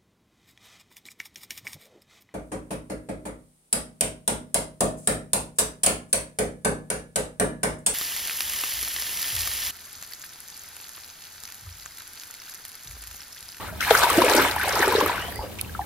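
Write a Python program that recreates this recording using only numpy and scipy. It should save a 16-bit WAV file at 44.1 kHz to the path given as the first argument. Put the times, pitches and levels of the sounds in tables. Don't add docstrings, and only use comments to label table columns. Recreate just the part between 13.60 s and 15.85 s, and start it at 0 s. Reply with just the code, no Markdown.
import sys
import numpy as np
from scipy import signal
from scipy.fft import rfft, irfft
from scipy.io import wavfile

SR = 44100
rng = np.random.default_rng(int(sys.argv[2]) if len(sys.argv) > 2 else 0)


def output_pcm(signal):
    pcm = np.clip(np.atleast_2d(signal).T, -1, 1) * 32767
    wavfile.write(sys.argv[1], SR, np.round(pcm).astype(np.int16))


N = 99225
TIME = np.arange(N) / SR
HZ = np.fft.rfftfreq(N, 1 / SR)

# frequency_hz, level_db
AIR_SPECTRUM = [(20, -48), (40, -10.5), (68, -2), (95, -1.5), (130, -10.5), (200, -9.5), (400, -16.5),
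                (1000, -25), (2500, -43), (6000, -33.5), (9000, -35), (12500, -28.5), (16000, -35)]
# frequency_hz, correlation
AIR_LIKENESS = [(30, 0.74), (80, 1), (200, 0.11), (1000, 0.067), (4000, 0.057), (16000, .05)]
# start_s, pitch_hz, level_db, decay_s, glide_share
WATER_THUDS = [(.316, 663, -10.5, 0.0038, -0.027), (.345, 446, -26, 0.028, -0.018),
               (0.582, 171, -23, 0.0057, .1), (.805, 269, -29, 0.015, 0.12), (1.8, 61, -29.5, 0.019, -.1),
               (2.039, 77.4, -32.5, 0.028, -0.017)]
# start_s, length_s, start_pitch_hz, end_pitch_hz, level_db, pure_tone_gain
FAR_WHISTLES = [(1.567, .2, 2397, 3494, -38.5, 0.7), (1.708, 0.232, 4650, 4880, -43.5, .35)]
# frequency_hz, level_db
YARD_SPECTRUM = [(100, -10), (400, -9), (1000, -1.5), (2500, -6), (16000, 0.5)]
# frequency_hz, left_over_right_db
WATER_BALANCE = [(100, 6), (400, 1.1), (1000, 2), (2000, 2), (3500, 1.5), (6000, 1), (9500, 5), (12500, -2),
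                 (15000, -6)]
# time_s, level_db
SPRAY_ENVELOPE = [(0, -43), (.09, -43.5), (.12, -50), (.195, -44), (.22, -32), (.35, -25), (.44, -26),
                  (.55, -26.5), (.62, -26.5), (.78, -24), (.86, -27), (.945, -37), (1.015, -32.5),
                  (1.08, -31), (1.4, -29.5), (1.55, -37), (1.8, -47), (2.25, -48.5)]
# frequency_hz, level_db
SPRAY_SPECTRUM = [(300, -14), (1200, -5), (2600, -1.5), (3800, -2.5), (5200, -7), (7000, -11.5),
                  (8500, -9.5), (11000, -10), (13000, -7), (16000, -19)]
# start_s, level_db, decay_s, left_over_right_db, centre_hz
SURFACE_SMACKS = [(.209, -21, 0.002, 2, 5550), (0.207, -18, 0.0033, 3, 2630),
                  (.278, -19, 0.00091, -2, 13500), (0.303, -15, 0.0091, 5, 1920),
                  (0.307, -13.5, 0.0083, 1, 3520), (0.351, -16.5, 0.0029, 4, 6660),
                  (0.435, -6, 0.0031, 2, 740), (0.436, -18, .004, -5, 4000), (0.502, -18, 0.0038, 11, 8700),
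                  (.573, -18, 0.0022, 7, 7800), (.620, -15.5, .003, -1, 3660),
                  (0.647, -17, 0.0021, 6, 8900), (0.698, -13, 0.0019, 5, 5060),
                  (0.736, -12, 0.0022, -2, 4300), (0.752, -12.5, 0.0025, 3, 9800),
                  (0.7659, -16, 0.0022, 12.5, 7800), (0.823, -20, 0.0009, 9, 12500),
                  (0.912, -19.5, 0.0045, 3, 4260), (.9613, -22, 0.0035, 0, 12000),
                  (0.988, -31, .0015, 0, 12500), (0.993, -31, .003, -3, 10000),
                  (1.034, -21, 0.0027, -5, 13000), (1.078, -27, 0.0088, 3, 1000),
                  (1.0824, -22.5, 0.0085, -2, 9800), (1.093, -18.5, 0.0028, 1, 5740),
                  (1.125, -23, 0.0051, -3, 5970), (1.154, -18.5, 0.0039, -1, 5000),
                  (1.1583, -23, 0.0012, -12, 13100), (1.1921, -21, 0.0043, -5, 6240),
                  (1.223, -19, 0.013, -2, 2070), (1.281, -16, 0.0012, 3, 9200),
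                  (1.404, -15.5, 0.0029, -5, 2750), (1.462, -15, 0.0007, -7, 12300),
                  (1.682, -27, 0.0087, 2, 950), (1.7233, -28, .001, -5, 12500),
                  (1.759, -27, .001, -12, 11000), (1.988, -30, 0.012, -3, 2580),
                  (2.0124, -16.5, 0.0018, -7, 11200), (2.0136, -19, 0.001, 3, 4130)]
# start_s, pitch_hz, level_db, decay_s, glide_share
SINGLE_PLOPS = [(0.009, 1090, -28.5, 0.013, 0.22), (0.0944, 1424, -27.5, 0.0061, -0.038),
                (0.1279, 640, -31.5, 0.021, -0.049), (0.2045, 1545, -23, 0.011, -0.24),
                (0.215, 1440, -13.5, 0.0013, -0.15), (0.2268, 2044, -13, 0.0035, 0.098),
                (0.2492, 2000, -20, 0.0015, 0.022), (0.2737, 1567, -18, 0.0059, 0.11),
                (0.309, 1590, -6.5, 0.0013, -0.32), (0.31, 472, -7, 0.011, -0.16),
                (0.3104, 704, -0.5, 0.0015, -0.063), (0.3518, 1410, -1.5, 0.002, 0.11),
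                (0.3993, 1190, -11.5, 0.0018, -0.039), (0.442, 906, -11, 0.014, 0.19),
                (0.4714, 922, -13, 0.011, -0.0075), (0.5023, 1160, -10, 0.0081, -0.13),
                (0.5824, 318, -7, 0.012, 0.25), (0.588, 668, -11, 0.013, -0.063),
                (0.6198, 1012, -3, 0.004, 0.017), (0.641, 538, -7, 0.0058, -0.14),
                (0.6664, 614, -12, 0.0065, 0.25), (0.6832, 2420, -9.5, 0.0014, 0.1),
                (0.6848, 910, -15, 0.011, -0.086), (0.72, 820, -13, 0.0055, 0.02),
                (0.7514, 445, -10.5, 0.0047, -0.16), (0.765, 1390, -17.5, 0.017, 0.34),
                (0.7792, 356, -15.5, 0.0075, -0.18), (0.7823, 832, -12, 0.0062, 0.26),
                (0.7993, 1180, -10, 0.0018, -0.18), (0.8508, 990, -11.5, 0.0031, 0.042),
                (0.9651, 870, -12, 0.0028, 0.25), (0.983, 1690, -17, 0.0028, 0.13),
                (0.998, 1490, -18, 0.008, 0.066), (1.0468, 1020, -14.5, 0.0018, -0.12),
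                (1.078, 825, -14, 0.005, -0.22), (1.204, 400, -13.5, 0.004, -0.2),
                (1.207, 1960, -12, 0.002, -0.047), (1.2293, 1850, -9, 0.0032, -0.11),
                (1.246, 920, -14.5, 0.0075, 0.0079), (1.2784, 405, -13, 0.011, -0.12),
                (1.28, 1250, -11, 0.0022, -0.23), (1.323, 977, -11.5, 0.0052, 0.031),
                (1.354, 427, -7.5, 0.0051, 0.066), (1.3844, 438, -12, 0.01, -0.03),
                (1.4119, 1020, -6, 0.0034, 0.083), (1.4623, 1140, -10.5, 0.0021, 0.2),
                (1.4976, 990, -11, 0.0034, -0.041), (1.6244, 1880, -21, 0.0029, 0.0075),
                (1.6827, 704, -26.5, 0.011, -0.0072), (1.7244, 1800, -27, 0.0021, 0.096),
                (1.7613, 1950, -32, 0.016, 0.11), (1.7922, 853, -21.5, 0.007, 0.2),
                (1.839, 524, -24, 0.0073, 0.14), (1.9948, 2500, -21, 0.0013, -0.043),
                (2.0482, 2590, -30, 0.0025, 0.074), (2.0948, 1630, -32, 0.0033, -0.033),
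                (2.1512, 1365, -21, 0.0028, -0.051), (2.1944, 867, -13.5, 0.0036, -0.3),
                (2.205, 742, -23, 0.013, 0.18), (2.215, 1860, -33.5, 0.011, -0.23)]
# middle_s, length_s, pitch_hz, level_db
BUBBLE_KNOTS = [(0.234, 0.039, 2150, -29.5), (.35, 0.0082, 1550, -18), (0.43, 0.028, 1170, -20.5),
                (.8, 0.019, 1630, -22), (.922, .02, 1760, -32.5), (1.028, 0.034, 1930, -27.5),
                (1.088, 0.027, 2200, -30), (1.111, 0.0095, 1760, -26), (1.169, 0.02206, 1090, -23.5),
                (1.233, 0.022, 1820, -24.5), (1.289, 0.031, 840, -30), (1.398, .025, 1090, -33),
                (1.446, 0.036, 390, -32.5), (1.828, 0.048, 890, -40), (1.862, 0.024, 1860, -48),
                (2.048, 0.041, 930, -51.5)]
# time_s, level_db
BUBBLE_ENVELOPE = [(0, -39.5), (.09, -39), (.12, -48.5), (.195, -47), (.22, -49), (.29, -25), (.42, -27),
                   (.54, -26), (.66, -25), (.8, -21.5), (.94, -33), (1.06, -31), (1.23, -26.5),
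                   (1.48, -28.5), (1.6, -31.5), (1.7, -47), (1.95, -53.5), (2.25, -52.5)]
# frequency_hz, level_db
BUBBLE_SPECTRUM = [(300, -21), (600, -7.5), (950, -4.5), (1300, -5), (1700, -4), (2400, -7), (3500, -17.5),
                   (6000, -14), (16000, -60)]
# time_s, level_db
GULP_ENVELOPE = [(0, -45), (.22, -57), (.33, -33.5), (.53, -33), (.6, -24.5), (.8, -23.5), (.91, -37.5),
                 (1.02, -55), (1.05, -31), (1.19, -30.5), (1.28, -30.5), (1.44, -26), (1.5, -35.5),
                 (1.7, -47.5), (1.84, -41), (1.94, -53), (2.25, -81)]
# frequency_hz, level_db
GULP_SPECTRUM = [(100, 4), (200, -8.5), (290, -3.5), (420, -0.5), (600, 2), (800, -0.5), (1200, -20),
                 (3000, -45)]
# time_s, pitch_hz
GULP_PITCH_CURVE = [(.1, 690), (.45, 624), (.6, 466), (.82, 460), (.95, 640), (1.1, 700), (1.25, 470),
                    (1.44, 407), (1.55, 643), (1.85, 567)]


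def amp(db):
    return 10 ** (np.asarray(db) / 20)


def unit(x):
    return x / np.sqrt(np.mean(x ** 2) + 1e-20)


def over_hz(points):
    hz, value = np.transpose(points)
    return np.interp(np.log(HZ + 1), np.log(hz), value)


def colour(x, spectrum):
    return irfft(rfft(x) * unit(amp(over_hz(spectrum))), N)


def envelope(points):
    return amp(np.interp(TIME, *np.transpose(points)))


def slow_noise(shape, width_hz):
    return unit(irfft(rfft(rng.standard_normal(shape)) * np.exp(-(HZ / width_hz) ** 2), N))


def pan(left_db):
    return amp([[left_db / 2], [-left_db / 2]])


def add(mix, start_s, sound):
    at = round(start_s * SR)
    sound = sound[..., max(-at, 0):]
    part = mix[..., max(at, 0):][..., :sound.shape[-1]]
    part += sound[..., :part.shape[-1]]


def bubble(peak_s, pitch_hz, level_db, decay_s, glide, rise_cycles=1.226):
    lead_s = 2 * rise_cycles / pitch_hz
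    t = np.arange(-lead_s, 6 * decay_s, 1 / SR)
    shape = np.exp(np.where(t < 0, -(t * pitch_hz / rise_cycles) ** 2, -t / decay_s))
    cycles = np.cumsum(pitch_hz * (1 + glide * np.tanh(t / decay_s / 2))) / SR
    return peak_s - lead_s, amp(level_db) * shape * np.sin(2 * np.pi * cycles)


def bubble_stream(per_s, pitch_curve, pitch_spread, ring_cycles, spread_db, glide, width_db, count):
    out = np.zeros((2, N))
    draws = rng.random((count, 6))
    times = (np.arange(count) + 2 * draws[:, 0] - 1) / per_s
    pitches = np.interp(times, *np.transpose(pitch_curve)) * (1 + pitch_spread * (2 * draws[:, 1] - 1))
    for peak_s, hz, (size, ring, slide, side) in zip(times[times < N / SR], pitches, draws[:, 2:]):
        decay_s = ring_cycles * (.5 + ring) / hz
        own_glide = glide * (2 * slide - .5)
        start_s, sound = bubble(peak_s, hz, spread_db * size ** 2, decay_s, own_glide, rise_cycles=1.154)
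        add(out, start_s, sound * pan(width_db * (2 * side - 1)))
    return unit(out)


def outdoor_air(level_db=-39):
    left, other = rfft(rng.standard_normal((2, N)))
    likeness = over_hz(AIR_LIKENESS)
    right = likeness * left + np.sqrt(1 - likeness ** 2) * other
    return amp(level_db) * colour(irfft(np.array([left, right]), N), AIR_SPECTRUM)


def far_whistles(halo_width_hz=520):
    out = np.zeros((2, N))
    for start_s, length_s, start_hz, end_hz, level_db, pure_gain in FAR_WHISTLES:
        progress = np.clip((TIME - start_s) / length_s, 0, 1) ** 0.61
        swell = np.sin(np.pi * progress) ** 2
        phase = 2 * np.pi * np.cumsum(start_hz + (end_hz - start_hz) * progress) / SR
        halo = slow_noise((2, N), halo_width_hz / 2) * np.sin(phase)
        out += amp(level_db) * swell * (halo + pure_gain * np.cos(phase))
    return out


def yard(direct, tail_db=-4.5, t60_s=0.11, shared=0.35):
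    noise = rng.standard_normal((2, N)) + shared * rng.standard_normal(N)
    tail = (colour(noise, YARD_SPECTRUM) * amp(-60 * TIME / t60_s))[:, :SR // 2]
    wash = signal.fftconvolve(direct, tail / np.linalg.norm(tail[0]), axes=1)[:, :N]
    return direct + amp(tail_db) * wash


def thuds():
    out = np.zeros(N)
    for row in WATER_THUDS:
        add(out, *bubble(*row, rise_cycles=0.598))
    return out


def pings(gain_db=-12):
    tiny = bubble_stream(per_s=330, pitch_curve=[(0, 7000)], pitch_spread=0.68, ring_cycles=8.3,
                         spread_db=11, glide=0.075, width_db=8, count=1200)
    return amp(gain_db) * unit(colour(tiny, SPRAY_SPECTRUM)) * envelope(SPRAY_ENVELOPE)


def spray(per_s=500, spread_db=4, burst_s=0.0012, clump_db=3.5, clump_s=0.029, bands=8):
    fizz, spatter, shared = 0.36, 0.43, 0.38
    centres_hz = np.geomspace(1500, 14000, bands)
    hits = rng.random((bands + 1, N)) < per_s / SR
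    sizes = np.minimum(rng.exponential(1, (bands + 1, N)), 4)
    hit_power = hits * amp(spread_db * sizes) ** 2
    bursts = signal.lfilter([1], [1, -np.exp(-1 / (burst_s * SR))], hit_power)
    broad_bursts, *band_bursts = bursts / bursts.mean()
    spectrum = 0
    for band, own_bursts in zip(np.eye(bands), band_bursts):
        noise = rng.standard_normal((2, N)) + shared * rng.standard_normal(N)
        clumps = unit(amp(clump_db * slow_noise(N, 1 / clump_s)))
        power = (own_bursts + fizz) * clumps ** 2 + spatter * broad_bursts
        band_gain = np.sqrt(np.interp(HZ, centres_hz, band))
        spectrum += rfft(noise * np.sqrt(power)) * band_gain
    return unit(irfft(spectrum * amp(over_hz(SPRAY_SPECTRUM)), N)) * envelope(SPRAY_ENVELOPE)


def smacks(gain_db=-3.5, rise_s=0.00067, width_octaves=0.29, skirt_db=-3, top_hz=15700):
    out = np.zeros((2, N))
    t = np.arange(-128, 1920) / SR
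    hz = np.fft.rfftfreq(len(t), 1 / SR) + 1
    for start_s, level_db, decay_s, left_db, centre_hz in SURFACE_SMACKS:
        peak = np.exp(-(np.log2(hz / centre_hz) / width_octaves) ** 2)
        skirt = amp(skirt_db) * np.minimum(hz / centre_hz, centre_hz / hz)
        band = (peak + skirt) / (1 + (hz / top_hz) ** 20)
        burst = unit(irfft(rfft(rng.standard_normal((2, len(t)))) * band))
        shape = np.exp(np.where(t < 0, -(t / rise_s) ** 2, -t / decay_s))
        add(out, start_s + t[0], amp(level_db) * pan(left_db) * shape * burst)
    return amp(gain_db) * out


def plops(gain_db=-2):
    out = np.zeros(N)
    for row in SINGLE_PLOPS:
        add(out, *bubble(*row))
    return amp(gain_db) * out


def gurgles(pitch_spread=0.31, ring_cycles=1.7, glide=0.16, count=12):
    out = np.zeros(N)
    for middle_s, length_s, pitch_hz, level_db in BUBBLE_KNOTS:
        knot = np.zeros(N)
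        for k, (late, detune, strength) in enumerate(rng.random((count, 3))):
            hz = pitch_hz * (1 + pitch_spread * (2 * detune - 1))
            peak_s = middle_s + length_s * ((k + late) / count - .5)
            start_s, sound = bubble(peak_s, hz, 0, ring_cycles / hz, glide)
            add(knot, start_s, (.5 + strength) * sound)
        out += amp(level_db) * unit(knot) * np.sqrt(length_s * SR / N)
    return out


def small_bubbles():
    small = bubble_stream(per_s=1500, pitch_curve=[(0, 2300)], pitch_spread=0.72, ring_cycles=3.27,
                          spread_db=10, glide=0.2, width_db=2, count=4500)
    return unit(colour(small, BUBBLE_SPECTRUM)) * envelope(BUBBLE_ENVELOPE)


def gulps():
    pockets = bubble_stream(per_s=250, pitch_curve=GULP_PITCH_CURVE, pitch_spread=0.486, ring_cycles=1.73,
                            spread_db=9, glide=0.18, width_db=0, count=1100)
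    return unit(colour(pockets, GULP_SPECTRUM)) * envelope(GULP_ENVELOPE)


def scene(plop_dry_share=0.28, left_lag_s=0.00004):
    drips = plops()
    churn = gulps() + small_bubbles() + gurgles() + spray() + pings()
    water = yard(churn + (1 - plop_dry_share) * drips) + plop_dry_share * drips
    sides = np.array([[.5], [-.5]])
    balance = amp(sides * over_hz(WATER_BALANCE))
    lag = np.exp(-2j * np.pi * HZ * sides * left_lag_s)
    water = irfft(rfft(water) * balance * lag, N)
    return water + smacks() + far_whistles() + (outdoor_air() + thuds()) * pan(left_db=0.2)


def record(dry):
    lowpass = signal.firwin(511, 15900, window=("kaiser", 9), fs=SR)
    return signal.oaconvolve(dry, lowpass[None], "same")


dry = scene()
out = record(dry)
output_pcm(out)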